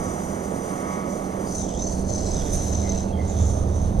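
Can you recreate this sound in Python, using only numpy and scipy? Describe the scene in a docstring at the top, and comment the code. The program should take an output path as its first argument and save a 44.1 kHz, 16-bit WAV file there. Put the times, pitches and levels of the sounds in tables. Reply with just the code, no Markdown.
"""A bearing top spins on an open palm outdoors, then is tossed onto its string and swung about.
Its rolling balls drive the shell into forced vibration, so that it hisses and rings: smoothly on the
hand, with a loose chatter on the string. Friction of the string on the tip excites thin resonances.
Behind it lie a steady rush of air, faint wind and a low engine-like drone that slowly grows."""
import sys
import numpy as np
from scipy import signal
from scipy.fft import rfft, irfft
from scipy.io import wavfile

SR = 44100
rng = np.random.default_rng(int(sys.argv[2]) if len(sys.argv) > 2 else 0)


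def unload_wav(signal):
    """Save mono or channel-first audio to the path in sys.argv[1] as 16-bit WAV at rate SR, clipped to [-1, 1]."""
    wavfile.write(
        sys.argv[1],
        SR,
        np.round(np.clip(np.atleast_2d(signal).T, -1, 1) * 32767).astype(np.int16),
    )


N = 176400
T, FREQ = np.arange(N) / SR, np.fft.rfftfreq(N, 1 / SR)
CAGE_HZ, MAIN_MODE_HZ = 41, 6200


def amp(db):
    return 10 ** (np.asarray(db) / 20)


def unit(x):
    """Normalisation: the mean of the channels gets rms 1."""
    return x / np.sqrt(np.mean(np.atleast_2d(x).mean(0) ** 2) + 1e-20)


def curves(table):
    """Linear interpolation of each column over time."""
    times, *columns = np.transpose(table)
    return [np.interp(T, times, column) for column in columns]


def spectrum(table):
    """Interpolation over logarithmic frequency."""
    hz, value = np.transpose(table)
    return np.interp(np.log(FREQ + 1), np.log(hz + 1), value)


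def drift(hz):
    """Low-pass noise: a slow random fluctuation of rms 1."""
    return unit(irfft(rfft(rng.standard_normal(N)) * np.exp(-(FREQ / hz) ** 2) * (FREQ > 0), N))


def tone(hz):
    """A sinusoid of rms 1 whose phase is the integral of its frequency."""
    return np.sqrt(2) * np.sin(2 * np.pi * (np.cumsum(hz * np.ones(N)) / SR + rng.random()))


def band(hz, width):
    """Heterodyning: low-pass noise is shifted to a centre that may move."""
    gain = np.exp(-2 * (np.fft.fftfreq(N, 1 / SR) / width) ** 2)
    low = np.fft.ifft(np.fft.fft(rng.standard_normal(N)) * gain)
    return unit((low * np.exp(2j * np.pi * np.cumsum(hz * np.ones(N)) / SR)).real)


def resonate(drive, modes, skirt=.78):
    """Resonance: modes add in power, and skirt sets the steepness of their flanks."""
    power = sum(amp(db) ** 2 / (1 + (2 * (FREQ - hz) / width) ** 2) ** (2 * skirt)
                for hz, width, db in modes)
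    return unit(irfft(rfft(drive) * np.sqrt(power), N))


# Each row: frequency in Hz, left-minus-right level in dB.
PORT_BALANCE = [(20, -4.5), (200, -4.5), (450, -11), (590, -24), (720, -9), (1050, -3), (2100, 2.5),
                (3400, -1), (6100, 1), (7000, 7.5), (7900, -6), (8900, -9), (10800, -12), (13000, 0)]
# Each row: frequency in Hz, phase lead of the left port in radians.
PORT_LEAD = [(20, 0.5), (300, 0.33), (520, 0.3), (640, 2), (1500, 2.06), (2300, 1.62), (2700, 1),
             (5100, -0.7), (6500, 0.36), (7000, -1.06), (8500, -3), (9500, -5.5), (12000, -5.5)]
# Each row: frequency in Hz, coherence from 0 to 1.
PORT_COHERENCE = [(400, 1), (600, 0.75), (1000, 1), (2500, 0.52), (4000, .95), (9000, 0.45), (13000, .8)]
def noise(gain=1):
    """Partial coherence: noise reaches two microphone ports differing in level and phase."""
    common, separate = rfft(rng.standard_normal((2, N)))
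    coherence, phase = spectrum(PORT_COHERENCE), spectrum(PORT_LEAD)
    lean = amp(spectrum(PORT_BALANCE) / 2)
    left = lean * np.exp(1j * phase) * (coherence * common + np.sqrt(1 - coherence ** 2) * separate)
    mono = np.sqrt(lean ** 2 + lean ** -2 + 2 * coherence * np.cos(phase))
    return unit(irfft(np.array([left, common / lean]) * gain / mono, N))


def chatter(depth, hits_per_s=450, scrape_s=.005, spread_db=2.7):
    """Contact force: even rolling plus brief scrapes, bunched once per turn of the ball cage."""
    cage = np.maximum(1 + .45 * tone(CAGE_HZ * (1 + .1 * drift(4.7))), 0)
    hits = (rng.random(N) < hits_per_s / SR) * cage
    hits *= amp(spread_db * np.clip(rng.standard_normal(N), -2, 2)) ** 2
    power = abs(signal.oaconvolve(hits, np.hanning(int(scrape_s * SR)), "same"))
    return np.sqrt(1 - depth + depth * power / power.mean())


# Each row: frequency and width in Hz, relative level in dB on the palm and on the string.
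SHELL_MODES = [(4930, 94, -7, -18), (6090, 290, 3, 9), (7000, 360, -4, -3.5), (7760, 96, -9, -27)]
# Each row: time in seconds, relative level in dB as the top is tilted, tossed and swung.
SHELL_LEVEL = [(0, -46), (.08, -43.5), (.23, -47), (.7, -50), (.95, -48), (1.04, -56.5), (1.11, -45.5),
               (1.25, -54), (1.45, -49), (1.56, -37.5), (1.63, -39), (1.71, -46.5), (1.84, -36),
               (1.93, -39.5), (2.04, -48), (2.14, -39.5), (2.33, -40), (2.48, -41), (2.53, -35.5),
               (2.72, -40), (3, -40.5), (3.15, -59.5), (3.31, -46.5), (3.53, -43), (3.68, -52), (3.77, -46),
               (3.9, -53)]
# Each row: time in seconds, added left-minus-right level in dB.
SHELL_PAN = [(0, -1), (1.3, -4.5), (1.6, 1.5), (1.85, -4), (2.1, 3.5), (2.45, -7), (2.72, 3), (3.15, -7)]
def shell(free, force, soft_force, span_hz=550, free_shift=1.009):
    """Forced vibration: the balls excite the shell's modes, which lie higher clear of the hand."""
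    rolling = noise()
    near = np.exp(-((FREQ - MAIN_MODE_HZ) / span_hz) ** 2)  # the chatter acts mostly here
    drive = irfft(near * rfft(rolling * force) + (1 - near) * rfft(rolling * soft_force), N)
    held = resonate(drive, [(hz, width, db) for hz, width, db, _ in SHELL_MODES])
    hung = resonate(drive, [(hz * free_shift, width, db) for hz, width, _, db in SHELL_MODES])
    pan_db = curves(SHELL_PAN)[0] * np.array([[.5], [-.5]])
    return ((1 - free) * held + free * hung) * amp(curves(SHELL_LEVEL)[0] + 2 + pan_db)


# Each row: frequency in Hz, width in Hz, relative level in dB.
TREBLE_MODES = [(8620, 160, -2), (8990, 390, -1), (9800, 1100, -16.5), (11950, 960, -14.5),
                (13300, 350, -15.5)]
# Each row: time in seconds, relative level in dB.
TREBLE_LEVEL = [(0, -48.5), (.9, -51), (1.04, -55), (1.11, -50.5), (1.3, -54.5), (1.57, -45), (1.7, -60),
                (1.84, -56), (1.95, -47.5), (2.06, -53), (2.48, -54), (2.54, -39.5), (2.62, -49),
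                (2.76, -55), (3.15, -60.5), (3.3, -57), (3.53, -50), (3.68, -56.5)]
def open_end(free, cutoff_hz=11500):
    """Directivity: high modes beam from the open end, and dull as it faces away on the string."""
    bright = resonate(noise(), TREBLE_MODES)
    dull = irfft(rfft(bright) / np.sqrt(1 + (FREQ / cutoff_hz) ** 16), N)
    return ((1 - free) * bright + free * dull) * amp(curves(TREBLE_LEVEL)[0] - 1)


# Each row: frequency in Hz, relative spectral density in dB.
HISS_SPECTRUM = [(1200, 8), (2000, 6), (2700, 2), (3300, 5.5), (4400, 6.5), (8300, -2.5), (13000, -10.5)]
# Each row: time in seconds, relative level in dB.
HISS_ENVELOPE = [(0, -50.5), (1.4, -51), (1.55, -49), (1.87, -46.5), (2.05, -49.5), (2.37, -41.5),
                 (3.02, -44), (3.12, -50.5), (3.35, -45), (3.68, -49.5)]
def hiss():
    """Rolling contact radiates broadband noise beneath the modes."""
    return noise(amp(spectrum(HISS_SPECTRUM))) * amp(curves(HISS_ENVELOPE)[0] - 5)


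# Each row: time in seconds, relative level of the tones in dB, level of the rolling noise in dB.
WHIRR_LEVELS = [(0, -46, -40), (.3, -54, -41.5), (.6, -50.5, -42), (.93, -40, -39.5), (1.15, -48.5, -44.5),
                (1.45, -50.5, -42), (1.62, -69, -52)]
# Each row: harmonic of the ball rate, sideband of the spin.
BALL_ORDERS = [(3, -1), (3, 0), (3, 1), (5, 0), (6, -1), (6, 0)]
# Each entry: relative level of one such tone in dB.
BALL_LEVELS = [-1.5, 3.5, -0.5, -15, -16, -13.5]
# Each row: frequency in Hz, relative spectral density in dB.
ROLLING_SPECTRUM = [(600, 3.5), (900, 5), (1200, 2), (1550, -5), (2150, -6.5), (2400, -16), (3300, -13),
                    (4000, -28.5)]
def palm_whirr(ball_hz=376.1, spin_hz=133.4):
    """Modulation: over rolling noise, the spin splits ball-pass tones and the cage pulses a buzz."""
    tones_db, rolling_db = curves(WHIRR_LEVELS)
    pass_hz = ball_hz + .5 * drift(4.5)
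    tones = sum(amp(db + 1.6 * drift(36)) * tone(harmonic * pass_hz + side * spin_hz)
                for (harmonic, side), db in zip(BALL_ORDERS, BALL_LEVELS))
    lead = np.exp(.5j * spectrum(PORT_LEAD))
    ports = np.array([lead * amp(spectrum(PORT_BALANCE)), 1 / lead])
    stereo_tones = unit(irfft(rfft(tones) * ports, N))
    buzz = amp(-12) * unit(band(hz=2120, width=260) * np.maximum(1 + tone(CAGE_HZ), 0))
    rolling = noise(amp(spectrum(ROLLING_SPECTRUM))) * amp(rolling_db)
    return (stereo_tones + buzz) * amp(tones_db) + rolling


# Each row of both: frequency in Hz, relative spectral density in dB.
AIR_SPECTRUM = [(20, -31), (60, -7), (120, -6), (170, 2.5), (250, 0), (420, -3.5), (650, -4.5), (850, -13),
                (1100, -23.5), (1500, -32.5), (2600, -42.5), (9000, -49), (14000, -53)]
WIND_SPECTRUM = [(15, 4), (55, 10.5), (85, -2), (125, 2.5), (180, -2.5), (800, -78)]
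# Each row: time in seconds, wind level in dB, relative drone level in dB.
LOW_LEVELS = [(0, -39, -38.5), (.95, -54, -46.5), (1.8, -31.5, -38), (2.05, -32, -30.5),
              (2.6, -29.5, -30.5), (2.78, -36, -23), (3.05, -27.5, -33), (3.22, -36, -22),
              (3.3, -32, -29.5), (3.43, -31, -16.5), (3.58, -26, -26), (3.7, -30, -21), (4, -20.5, -28.5)]
# Each row: frequency in Hz, relative level in dB, rms waver in Hz.
DRONE_PARTIALS = [(76.4, -2, 2.45), (96.5, -7.5, 3.23), (113, -13, 4.8)]
# Each row: time in seconds, frequency in Hz, relative level in dB.
HUM_TRACK = [(0, 187.2, -41.5), (1.5, 191, -35.5), (2.05, 193.4, -34), (2.4, 193, -38.5),
             (2.85, 195.7, -31), (4, 195, -37)]
def outdoors():
    """Superposition: an even rush of air, lumpy wind and the wavering partials of a far drone."""
    wind_db, drone_db = curves(LOW_LEVELS)
    hum_hz, hum_db = curves(HUM_TRACK)
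    air = noise(amp(spectrum(AIR_SPECTRUM))) * amp(-30.5 + .5 * drift(30))
    wind = noise(amp(spectrum(WIND_SPECTRUM))) * amp(wind_db + drift(5.3))
    drone = sum(amp(db) * tone(hz + waver * drift(5.65)) for hz, db, waver in DRONE_PARTIALS)
    hum = amp(hum_db + 1.07 * drift(12)) * tone(hum_hz + 1.87 * drift(15.6))
    return air + wind + (amp(drone_db) * drone + hum) * amp([[-2.2], [1.8]])


def whine(hz=8631):
    """A thin, steady tone with slight random frequency modulation."""
    return amp(-66) * tone(hz + 4 * drift(32))


# Each row: frequency in Hz, width in Hz, relative level in dB.
STRING_MODES = [(5020, 100, -3), (5450, 750, -6.5), (7850, 150, -1)]
# Each row: time in seconds, level in dB.
STRING_LEVEL = [(1.42, -80), (1.55, -54), (1.9, -51), (2.03, -62), (2.16, -48.5), (2.36, -42.5),
                (2.45, -52), (3.02, -51.5), (3.14, -80)]
def string_rub(force):
    """Friction: the string rubs the tip and excites resonances of its own."""
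    return resonate(noise() * np.sqrt(force), STRING_MODES) * amp(curves(STRING_LEVEL)[0])


# Each row: start and length in seconds, centre and width in Hz, peak level in dB.
RASP_BURSTS = [(1.455, .16, 4800, 700, -52), (2.4, .17, 9900, 4600, -56), (2.512, .09, 9800, 5000, -49.5),
               (2.618, .13, 9900, 4200, -50.5), (3.275, .085, 6850, 900, -44), (3.39, .18, 6850, 900, -46)]
def rasps():
    """Directivity: as the open end swings past, bright noise rises quickly and fades more slowly."""
    out = np.zeros((2, N))
    for start, length, hz, width, db in RASP_BURSTS:
        swell = np.sin(np.pi * np.sqrt(np.clip((T - start) / length, 0, 1)))
        out += amp(db) * swell * noise(np.exp(-2 * ((FREQ - hz) / width) ** 2))
    return out * chatter(depth=.54)


# Each row: time in seconds, centre in Hz, relative level in dB.
SWING_TRACK = [(1.5, 4720, -59), (1.68, 3280, -57), (1.76, 3304, -54), (1.87, 4560, -55.5),
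               (2.02, 4430, -58.5), (2.3, 4194, -52.5), (2.42, 3400, -55), (2.58, 3965, -57),
               (3, 3969, -55.5), (3.2, 4200, -79), (3.36, 3580, -56), (3.6, 3700, -65)]
def swing_hiss(free):
    """Narrowband noise whose centre wanders as the top swings."""
    hz, db = curves(SWING_TRACK)
    return free * amp(db + 2.5) * band(hz, width=560)


# Each row: start in seconds, relative peak level in dB.
IMPACTS = [(1.582, -21), (1.822, -22), (1.8385, -27), (1.8444, -30), (2.136, -21), (2.3166, -22.5),
           (2.3444, -20.5), (2.367, -21.5), (2.8926, -33), (2.9197, -22)]
def knocks(rise_s=.0015):
    """Impact excitation: hard contacts sound the main mode and a spit of noise for milliseconds."""
    out, spit = np.zeros(N), band(MAIN_MODE_HZ, width=800)
    for start, db in IMPACTS:
        age = np.clip((T - start) / rise_s, 0, 30)
        envelope = (age * np.exp(1 - age)) ** 2
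        out += amp(db - 5.5) * envelope * (tone(MAIN_MODE_HZ) + .5 * spit)
    return out


# Each row: start and length in seconds, lowest centre frequency in Hz, peak level in dB.
WHISTLE_NOTES = [(2.82, .13, 2057, -50), (2.945, .05, 2650, -56), (3.08, .045, 2650, -59),
                 (3.115, .12, 3200, -53), (3.15, .18, 2050, -50.5), (3.346, .5, 1238, -54.5)]
def whistles(bend=.05):
    """Narrowband noise is heard as pitch: faint airy whistles that dip and rise again."""
    out = np.zeros(N)
    for start, length, hz, db in WHISTLE_NOTES:
        progress = np.clip((T - start) / length, 0, 1)
        swell = np.sin(np.pi * progress ** (2 / 3))
        out += amp(db) * swell * band(hz * (1 + bend * (1 - 2 * progress) ** 2), width=150)
    return out


# Each row: time in seconds, freedom from 0 (palm) to 1 (string), chatter depth from 0 to 1.
SUSPENSION = [(0, 0, .15), (1.44, 0, .15), (1.56, .8, .75), (1.8, 1, .8), (2.55, 1, .6), (3.02, 1, .85),
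              (3.15, 1, .35)]
def bearing(flutter_db=1.0):
    """Amplitude modulation: one contact force shakes ring, rub and hiss; all flutter with the wobble."""
    free, depth = curves(SUSPENSION)
    force = chatter(depth)
    soft_force = force ** .25  # the hiss follows the chatter only weakly
    ringing = shell(free, force, soft_force) + string_rub(force)
    hissing = (open_end(free) + hiss() + swing_hiss(free)) * soft_force
    return (ringing + hissing) * amp(flutter_db * drift(20.6))


def scene():
    """Superposition of the top and the open air."""
    return bearing() + palm_whirr() + outdoors() + whine() + rasps() + knocks() + whistles()


def record(dry, cutoff_hz=13900):
    """Band limiting by a linear-phase low-pass filter."""
    lowpass = signal.firwin(255, cutoff_hz, window=("kaiser", 9), fs=SR)
    return signal.oaconvolve(dry, lowpass[None], "same")


dry = scene()
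out = record(dry)
unload_wav(out)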